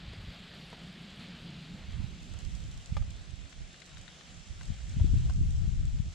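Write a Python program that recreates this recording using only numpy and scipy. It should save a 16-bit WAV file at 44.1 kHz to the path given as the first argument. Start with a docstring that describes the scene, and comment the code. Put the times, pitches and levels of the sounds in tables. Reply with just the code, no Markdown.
"""Wind and light freezing rain at a wooden trail sign, on the two microphone ports of a hand-held camera.
From the start the forest roars far off, branches hiss ahead and ice grains patter all around.
A first gust buffets each port on its own, dull taps sound close by and near pellets tick.
After about 1.4 s the image opens from mono to stereo; from 3.5 s a few drops splat on the sign at left.
The roar sinks away, and near 5 s the strongest gusts rise, hold and die away over a light breeze."""
import sys
import numpy as np
from scipy import signal
from scipy.fft import rfft, irfft, next_fast_len
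from scipy.io import wavfile
from scipy.ndimage import uniform_filter1d, map_coordinates

SR = 44100
rng = np.random.default_rng(int(sys.argv[2]) if len(sys.argv) > 2 else 0)


def log_audio(samples):
    """Write samples as a 16-bit WAV file to the path given in sys.argv[1]."""
    # one column per channel
    frames = np.atleast_2d(samples).T
    # limit to full scale, then quantise
    limited = np.clip(frames, -1, 1)
    pcm = np.round(limited * 32767).astype(np.int16)
    wavfile.write(sys.argv[1], SR, pcm)


N = 270774


def amp(db):
    """Decibels to gain."""
    return 10 ** (np.asarray(db) / 20)


def unit(x):
    """Scaled to rms 1."""
    return x / np.sqrt(np.mean(x ** 2) + 1e-20)


def along(points, hz):
    """Gain of (frequency [Hz], level [dB]) points on a log axis."""
    f, db = np.transpose(points)
    return amp(np.interp(np.log(hz + 1), np.log(f + 1), db))


def curve(points):
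    """One level per sample from (time [s], level [dB]) points."""
    s, db = np.transpose(points)
    return np.interp(np.arange(N) / SR, s, db)


def wobble(rate):
    """A smooth random curve, rate knots a second."""
    knots = rng.standard_normal(int(N * rate / SR) + 4)
    return map_coordinates(knots, [np.arange(N) * rate / SR])


def filtered(x, response):
    """x times a response of frequency."""
    m = next_fast_len(N + SR // 2)
    return irfft(rfft(x, m) * response(np.fft.rfftfreq(m, 1 / SR)), m)[..., :N]


def rush(spectrum, patchy_db):
    """Coloured noise of rms 1 with patches of random gain in frequency and time."""
    cells = signal.stft(rng.standard_normal(N), nperseg=512)[2]
    patches = uniform_filter1d(rng.standard_normal(cells.shape), size=7, axis=0)
    patches = uniform_filter1d(patches, size=14, axis=1)
    noise = signal.istft(cells * amp(patchy_db * unit(patches)), nperseg=512)[1][:N]
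    return unit(filtered(noise, lambda hz: along(spectrum, hz)))


def stereo(mid, side):
    """Left and right from mid and side."""
    return np.array([mid + side, mid - side])


def panned(pan_db):
    """Left and right gains whose powers add to 1."""
    gains = amp(np.array([np.atleast_1d(pan_db), -np.atleast_1d(pan_db)]) / 2)
    return gains / np.linalg.norm(gains, axis=0)


def add(out, s, sound):
    """Mix a short stereo sound in at time s."""
    part = out[:, max(round(s * SR), 0):][:, :sound.shape[1]]
    part += sound[:, :part.shape[1]]


# far roar of the forest: (time [s], level [dB])
ROAR_LEVELS = [(0, -51.5), (0.7, -53.5), (1.3, -49), (2.1, -51), (3.0, -57), (3.8, -59.5), (4.4, -59.5),
               (6.14, -69)]
# its colour: (frequency [Hz], level [dB])
ROAR_SPECTRUM = [(30, -22), (110, -10), (145, 0), (175, 3.5), (215, -4), (280, -10.5), (400, -20.5),
                 (700, -59.5)]
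# wind in the branches ahead: (time [s], relative level [dB])
WIND_LEVELS = [(0.1, -54.5), (0.46, -54), (1.01, -55), (1.28, -54), (1.82, -56), (2.02, -57.5), (2.39, -59),
               (3.46, -60.5), (4.16, -59), (4.44, -60), (5.09, -58), (5.4, -61.5), (6.05, -61)]
# hiss of the branches: (frequency [Hz], level [dB])
BRANCH_SPECTRUM = [(150, -3), (350, -3), (700, -1.5), (950, -7.5), (1300, -4.5), (2000, -3), (3200, 0),
                   (4000, -2.5), (4800, -6), (5600, -20.5), (8000, -58), (15000, -70)]
# width of that hiss around the microphone: (frequency [Hz], side gain [dB])
BRANCH_WIDTH = [(350, -15), (750, -2.5), (1500, -3), (2200, -5), (3300, -9), (4500, -11.5)]


def forest():
    """A far low roar and the hiss of wind in the branches ahead; the woods all around stay steady."""
    roar = amp(curve(ROAR_LEVELS) + 0.7 * wobble(5.0)) * rush(ROAR_SPECTRUM, patchy_db=2.0)
    ahead = rush(BRANCH_SPECTRUM, patchy_db=0.94) * amp(curve(WIND_LEVELS) + 1.5 + 0.55 * wobble(23.9))
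    around_gain = amp(-57.0 + 0.27 * wobble(3))
    around = filtered(rush(BRANCH_SPECTRUM, patchy_db=1.2), lambda hz: along(BRANCH_WIDTH, hz))
    return stereo(roar + ahead, around_gain * around)


def patter(spectrum, per_s, scatter_db):
    """Tiny ice grains of uneven size, unrelated at the two ports, rms 1."""
    shape = (2, N)
    hits = (rng.random(shape) < per_s / SR) * rng.choice([-1, 1], shape)
    sizes = amp(scatter_db * np.minimum(rng.standard_normal(shape), 2))
    return unit(filtered(hits * sizes, lambda hz: along(spectrum, hz)))


# sleet falling all around: (time [s], relative level [dB])
SLEET_LEVELS = [(0.1, -71), (0.36, -70), (1.61, -69.5), (2.35, -66), (2.5, -64.5), (3.38, -66.5),
                (5.17, -61.5), (5.83, -64.5), (6.05, -64.5)]
# its colour: (frequency [Hz], level [dB])
SLEET_SPECTRUM = [(2000, -17), (4000, -14.5), (5200, 3), (6300, 2.5), (7500, 2.5), (8300, -4), (9300, -11),
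                  (10500, -16), (12500, -39), (14800, -59)]
# fine ice fizz on top: (time [s], relative level [dB])
FIZZ_LEVELS = [(0.1, -83), (0.28, -81.5), (1.41, -82.5), (1.54, -85), (2.39, -84.5), (2.53, -83),
               (3.35, -95), (4.24, -92), (5.19, -85.5), (5.77, -94), (6.05, -91)]
# its colour: (frequency [Hz], level [dB])
FIZZ_SPECTRUM = [(5000, -23), (8000, 9.5), (9500, 0), (11300, 2.5), (12800, -2), (13800, -14), (14800, -27)]


def sleet():
    """Far grains merge into a hiss; nearer ones stay a crackle with a fine fizz on top."""
    flurry = wobble(14)
    far = stereo(rush(SLEET_SPECTRUM, patchy_db=1.2), amp(-0.5) * rush(SLEET_SPECTRUM, patchy_db=1.0))
    near = patter(SLEET_SPECTRUM, per_s=180, scatter_db=6.5)
    fizz = stereo(rush(FIZZ_SPECTRUM, patchy_db=2.5), rush(FIZZ_SPECTRUM, patchy_db=1))
    fizz += amp(-6.0) * patter(FIZZ_SPECTRUM, per_s=55, scatter_db=11.0)
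    sleet_gain = amp(curve(SLEET_LEVELS) + 0.3 * flurry)
    fizz_gain = amp(curve(FIZZ_LEVELS) + 3.5 + 1.9 * flurry)
    return sleet_gain * (amp(-0.57) * far + amp(-4.5) * near) + fizz_gain * fizz


# rumble of air right on a microphone port: (frequency [Hz], level [dB])
RUMBLE_SPECTRUM = [(10, -27), (25, -3.5), (45, 0), (70, 0), (100, -6), (150, -12.5), (220, -27.5),
                   (320, -44.5), (480, -58.5), (900, -67), (2000, -100)]
# finer flutter at the port: (frequency [Hz], level [dB])
FLUTTER_SPECTRUM = [(60, -16), (130, 2), (220, -0.5), (320, -14), (480, -25.5), (900, -60), (2000, -80)]


def port_turbulence():
    """Lumpy turbulence of rms 1; each pressure peak sheds a burst of finer flutter."""
    swirl = rush(RUMBLE_SPECTRUM, patchy_db=3)
    strength = np.sqrt(np.abs(uniform_filter1d(swirl ** 2, size=SR // 14)))
    lumps = amp(2.6 * wobble(24))
    rumble = unit(swirl / strength * lumps)  # the swirl is evened out, so the lumps set its strength
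    flutter = unit(rumble * lumps * rush(FLUTTER_SPECTRUM, patchy_db=-0.5))
    return unit(rumble + amp(-23.0) * flutter)


def gust(start, hold):
    """Power envelope of one gust: a quick rise, a hold and a slower release."""
    attack_s, release_s = 0.065, 0.099  # per 20 dB
    t = np.arange(N) / SR - start
    edges = np.maximum(-t, 0) / attack_s + np.maximum(t - hold, 0) / release_s
    return amp(-20 * edges) ** 2


# gusts on the microphone: (time [s], hold [s], level [dB], left minus right [dB])
PORT_GUSTS = [(0.06, 0.22, -38.5, 3.5), (1.383, 0.054, -55, 4), (1.706, 0.62, -45, -6),
              (1.9, 0.15, -29.5, -13), (2.34, 0.26, -34, -17), (2.605, 0.17, -38.5, 0),
              (2.919, 0.12, -30, -5.5), (3.018, 0.19, -38, -7), (3.309, 0.12, -40.5, -11),
              (3.588, 0.042, -37, -8), (3.933, 0.11, -45.5, -1), (4.288, 0.1, -44, -18),
              (4.505, 0.163, -41, -6), (4.687, 0.02, -28.5, 7), (4.8, 0.16, -37.5, -3),
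              (4.986, 0.17, -22, 4), (5.21, 0.4, -23, 2), (5.569, 0.44, -25.5, 5.5),
              (6.058, 0.054, -35.5, 1)]
# single eddies that hit a port: (time [s], level [dB], left minus right [dB], half length [s])
PORT_EDDIES = [(0.18, -31, 0, 0.0031), (2.004, -29.5, 18, 0.0014), (2.044, -19.5, -24, 0.0023),
               (2.926, -20.5, -26, 0.0021), (3.014, -23, -19, 0.0044), (3.34, -26.5, -19, 0.0029),
               (4.51, -26.5, -24, 0.004), (4.705, -22, 22, 0.0019), (4.97, -18, 17, 0.0019),
               (5.016, -9, 12, 0.0036), (5.046, -21, 26, 0.0011), (5.138, -18, 29, 0.0015),
               (6.002, -16.5, 19, 0.0021)]


def buffeting():
    """Gusts pile onto a light breeze, each port with its own turbulence; an eddy adds one short push."""
    wind_db = curve(WIND_LEVELS)
    breeze = amp(-62.5 + 1.38 * (wind_db - wind_db.mean()))  # follows the wind in the branches
    gust_power = sum((amp(db) * panned(pan_db)) ** 2 * gust(s, hold) for s, hold, db, pan_db in PORT_GUSTS)
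    out = np.array([port_turbulence(), port_turbulence()]) * np.sqrt(breeze ** 2 + gust_power)
    t = np.arange(SR // 10) / SR
    for s, db, pan_db, half_s in PORT_EDDIES:
        u = (t - t.mean()) / half_s
        push = (u * u - 1) * np.exp(-u * u / 2)
        add(out, s - t.mean(), amp(db) * panned(pan_db) * push)
    return out


# what a tap rings with: (frequency [multiple of the lowest mode], level [dB], t60 [s])
RING_MODES = [(1, -2, 0.029), (1.4, -4, 0.031), (2.08, -1.5, 0.027), (2.8, -9.5, 0.024), (4, -6, 0.01),
              (5.6, -17.5, 0.012), (8.3, -15, 0.011)]


def struck(base_hz, bright_db, crack):
    """One blow of peak 1: damped modes at random strengths, tilted per octave, and a short crack."""
    t = np.arange(SR // 10) / SR
    ring = np.zeros(len(t))
    for ratio, db, t60 in RING_MODES:
        strength = rng.choice([-1, 1]) * amp(db + bright_db * np.log2(ratio) + rng.normal(0, 1.5))
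        ring += strength * amp(-60 * t / t60) * np.sin(2 * np.pi * ratio * base_hz * t)
    blow = ring / np.abs(ring).max() + crack * amp(-60 * t / 0.056) * rng.standard_normal(len(t))
    return blow / np.abs(blow).max()


# dull taps close to the microphone:
# (time [s], relative level [dB], lowest mode [Hz], brightness [dB/octave], left minus right [dB])
CLOSE_TAPS = [(0.134, -36.5, 455, -7, 0), (0.729, -34.5, 465, 2.5, 0), (2.340, -42.5, 640, 3, 5),
              (2.968, -27.5, 588, 1, 6), (3.023, -41.5, 594, 3, 4), (4.611, -35, 730, 6, 10),
              (4.998, -36.5, 674, -5, 11), (5.297, -30.5, 740, -4, 10)]


def taps():
    """Close taps with a faint rebound; soft contact leaves little treble."""
    out = np.zeros((2, N))
    for s, db, base_hz, bright_db, pan_db in CLOSE_TAPS:
        add(out, s, amp(db) * panned(pan_db) * struck(base_hz, bright_db, crack=0.29))
        add(out, s + 0.008, amp(db - 12) * panned(pan_db) * struck(base_hz, bright_db, crack=0.17))
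    soft_contact = [(4000, 2.5), (8000, -9), (11000, -21), (14500, -24)]  # (frequency [Hz], gain [dB])
    return filtered(out, lambda hz: along(soft_contact, hz))


def burst(spectrum, t60):
    """A dry splash of coloured noise with peak 1."""
    t = np.arange(SR // 20) / SR
    colour = along(spectrum, np.fft.rfftfreq(len(t), 1 / SR))
    noise = irfft(rfft(rng.standard_normal(len(t))) * colour, len(t))
    splash = noise * amp(-60 * t / t60) * (1 - np.exp(-t / 0.00043))
    return splash / np.abs(splash).max()


def stray_pellets(per_s=4.0, scatter_db=4):
    """Weaker pellets at random, as strong as the sleet allows: (time [s], relative level [dB])."""
    loudest_db = curve(SLEET_LEVELS) + 13
    draws = rng.random((int(per_s * N / SR), 2))
    return [(when * N / SR, loudest_db[int(when * N)] - scatter_db * weakness) for when, weakness in draws]


# the loudest ice pellets landing near the microphone: (time [s], relative level [dB])
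NEAR_PELLETS = [(1.104, -53), (2.23, -52.5), (2.337, -50), (2.3887, -48), (2.4493, -46.5), (2.5507, -48.5),
                (2.603, -49), (2.638, -52), (2.714, -50), (2.775, -49), (2.859, -47.5), (3.1056, -49),
                (3.862, -53), (4.6319, -49), (5.298, -51), (5.3363, -48.5), (5.507, -48), (5.8537, -50)]
# their brittle click: (frequency [Hz], level [dB])
CLICK_SPECTRUM = [(1500, -15), (4000, 3), (6000, 3.5), (7800, 5), (9000, -8.5), (11000, -15), (13000, -22),
                  (14800, -18)]


def pellets():
    """Each near pellet is a brittle click with a brief ring, then a weaker skip."""
    out, t = np.zeros((2, N)), np.arange(SR // 20) / SR
    for s, db in NEAR_PELLETS + stray_pellets():
        ring_hz = 7340 * np.exp(0.095 * rng.standard_normal())
        ring = 0.26 * np.sin(2 * np.pi * ring_hz * t) * amp(-60 * t / 0.015)
        click = np.array([burst(CLICK_SPECTRUM, t60=0.02), burst(CLICK_SPECTRUM, t60=0.016)])
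        place = panned(rng.normal(-2.5, 2.8))  # mostly a little to the right
        add(out, s, amp(db + 8.5) * place * (ring + click))
        skip_s = s + rng.uniform(0.008, 0.035)
        add(out, skip_s, amp(db - 1) * place * burst(CLICK_SPECTRUM, t60=0.01))
    return out


# drops on the sign, left of the microphone: (time [s], relative level [dB])
SIGN_DROPS = [(3.4544, -52), (3.5252, -46.5), (3.742, -46.5), (3.8188, -41.5), (3.9703, -42.5),
              (4.0789, -41), (4.2084, -46.5)]
# their splat: (frequency [Hz], level [dB])
SPLAT_SPECTRUM = [(500, -16), (1100, -4), (1500, 6.5), (2600, 0), (3800, 3.5), (5000, -8.5), (7000, -7),
                  (14000, -57)]


def drops():
    """Drops splat on the wooden sign without ringing."""
    out = np.zeros((2, N))
    for s, db in SIGN_DROPS:
        add(out, s, amp(db + 5.5) * panned(13) * burst(SPLAT_SPECTRUM, t60=0.04))
    return out


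def scene():
    """Everything that reaches the two microphone ports."""
    return buffeting() + forest() + sleet() + taps() + pellets() + drops()


def record(dry):
    """The camera's image starts mono and widens evenly; the treble falls steeply at the band limit."""
    mono_until_s, opening_s, top_hz = 1.42, 0.71, 14800
    left, right = dry
    width = np.clip((np.arange(N) / SR - mono_until_s) / opening_s, 0, 1)
    image = stereo((left + right) / 2, width * (left - right) / 2)
    return filtered(image, lambda hz: np.clip((top_hz - hz) / 1200, 0, 1))


dry = scene()
out = record(dry)
log_audio(out)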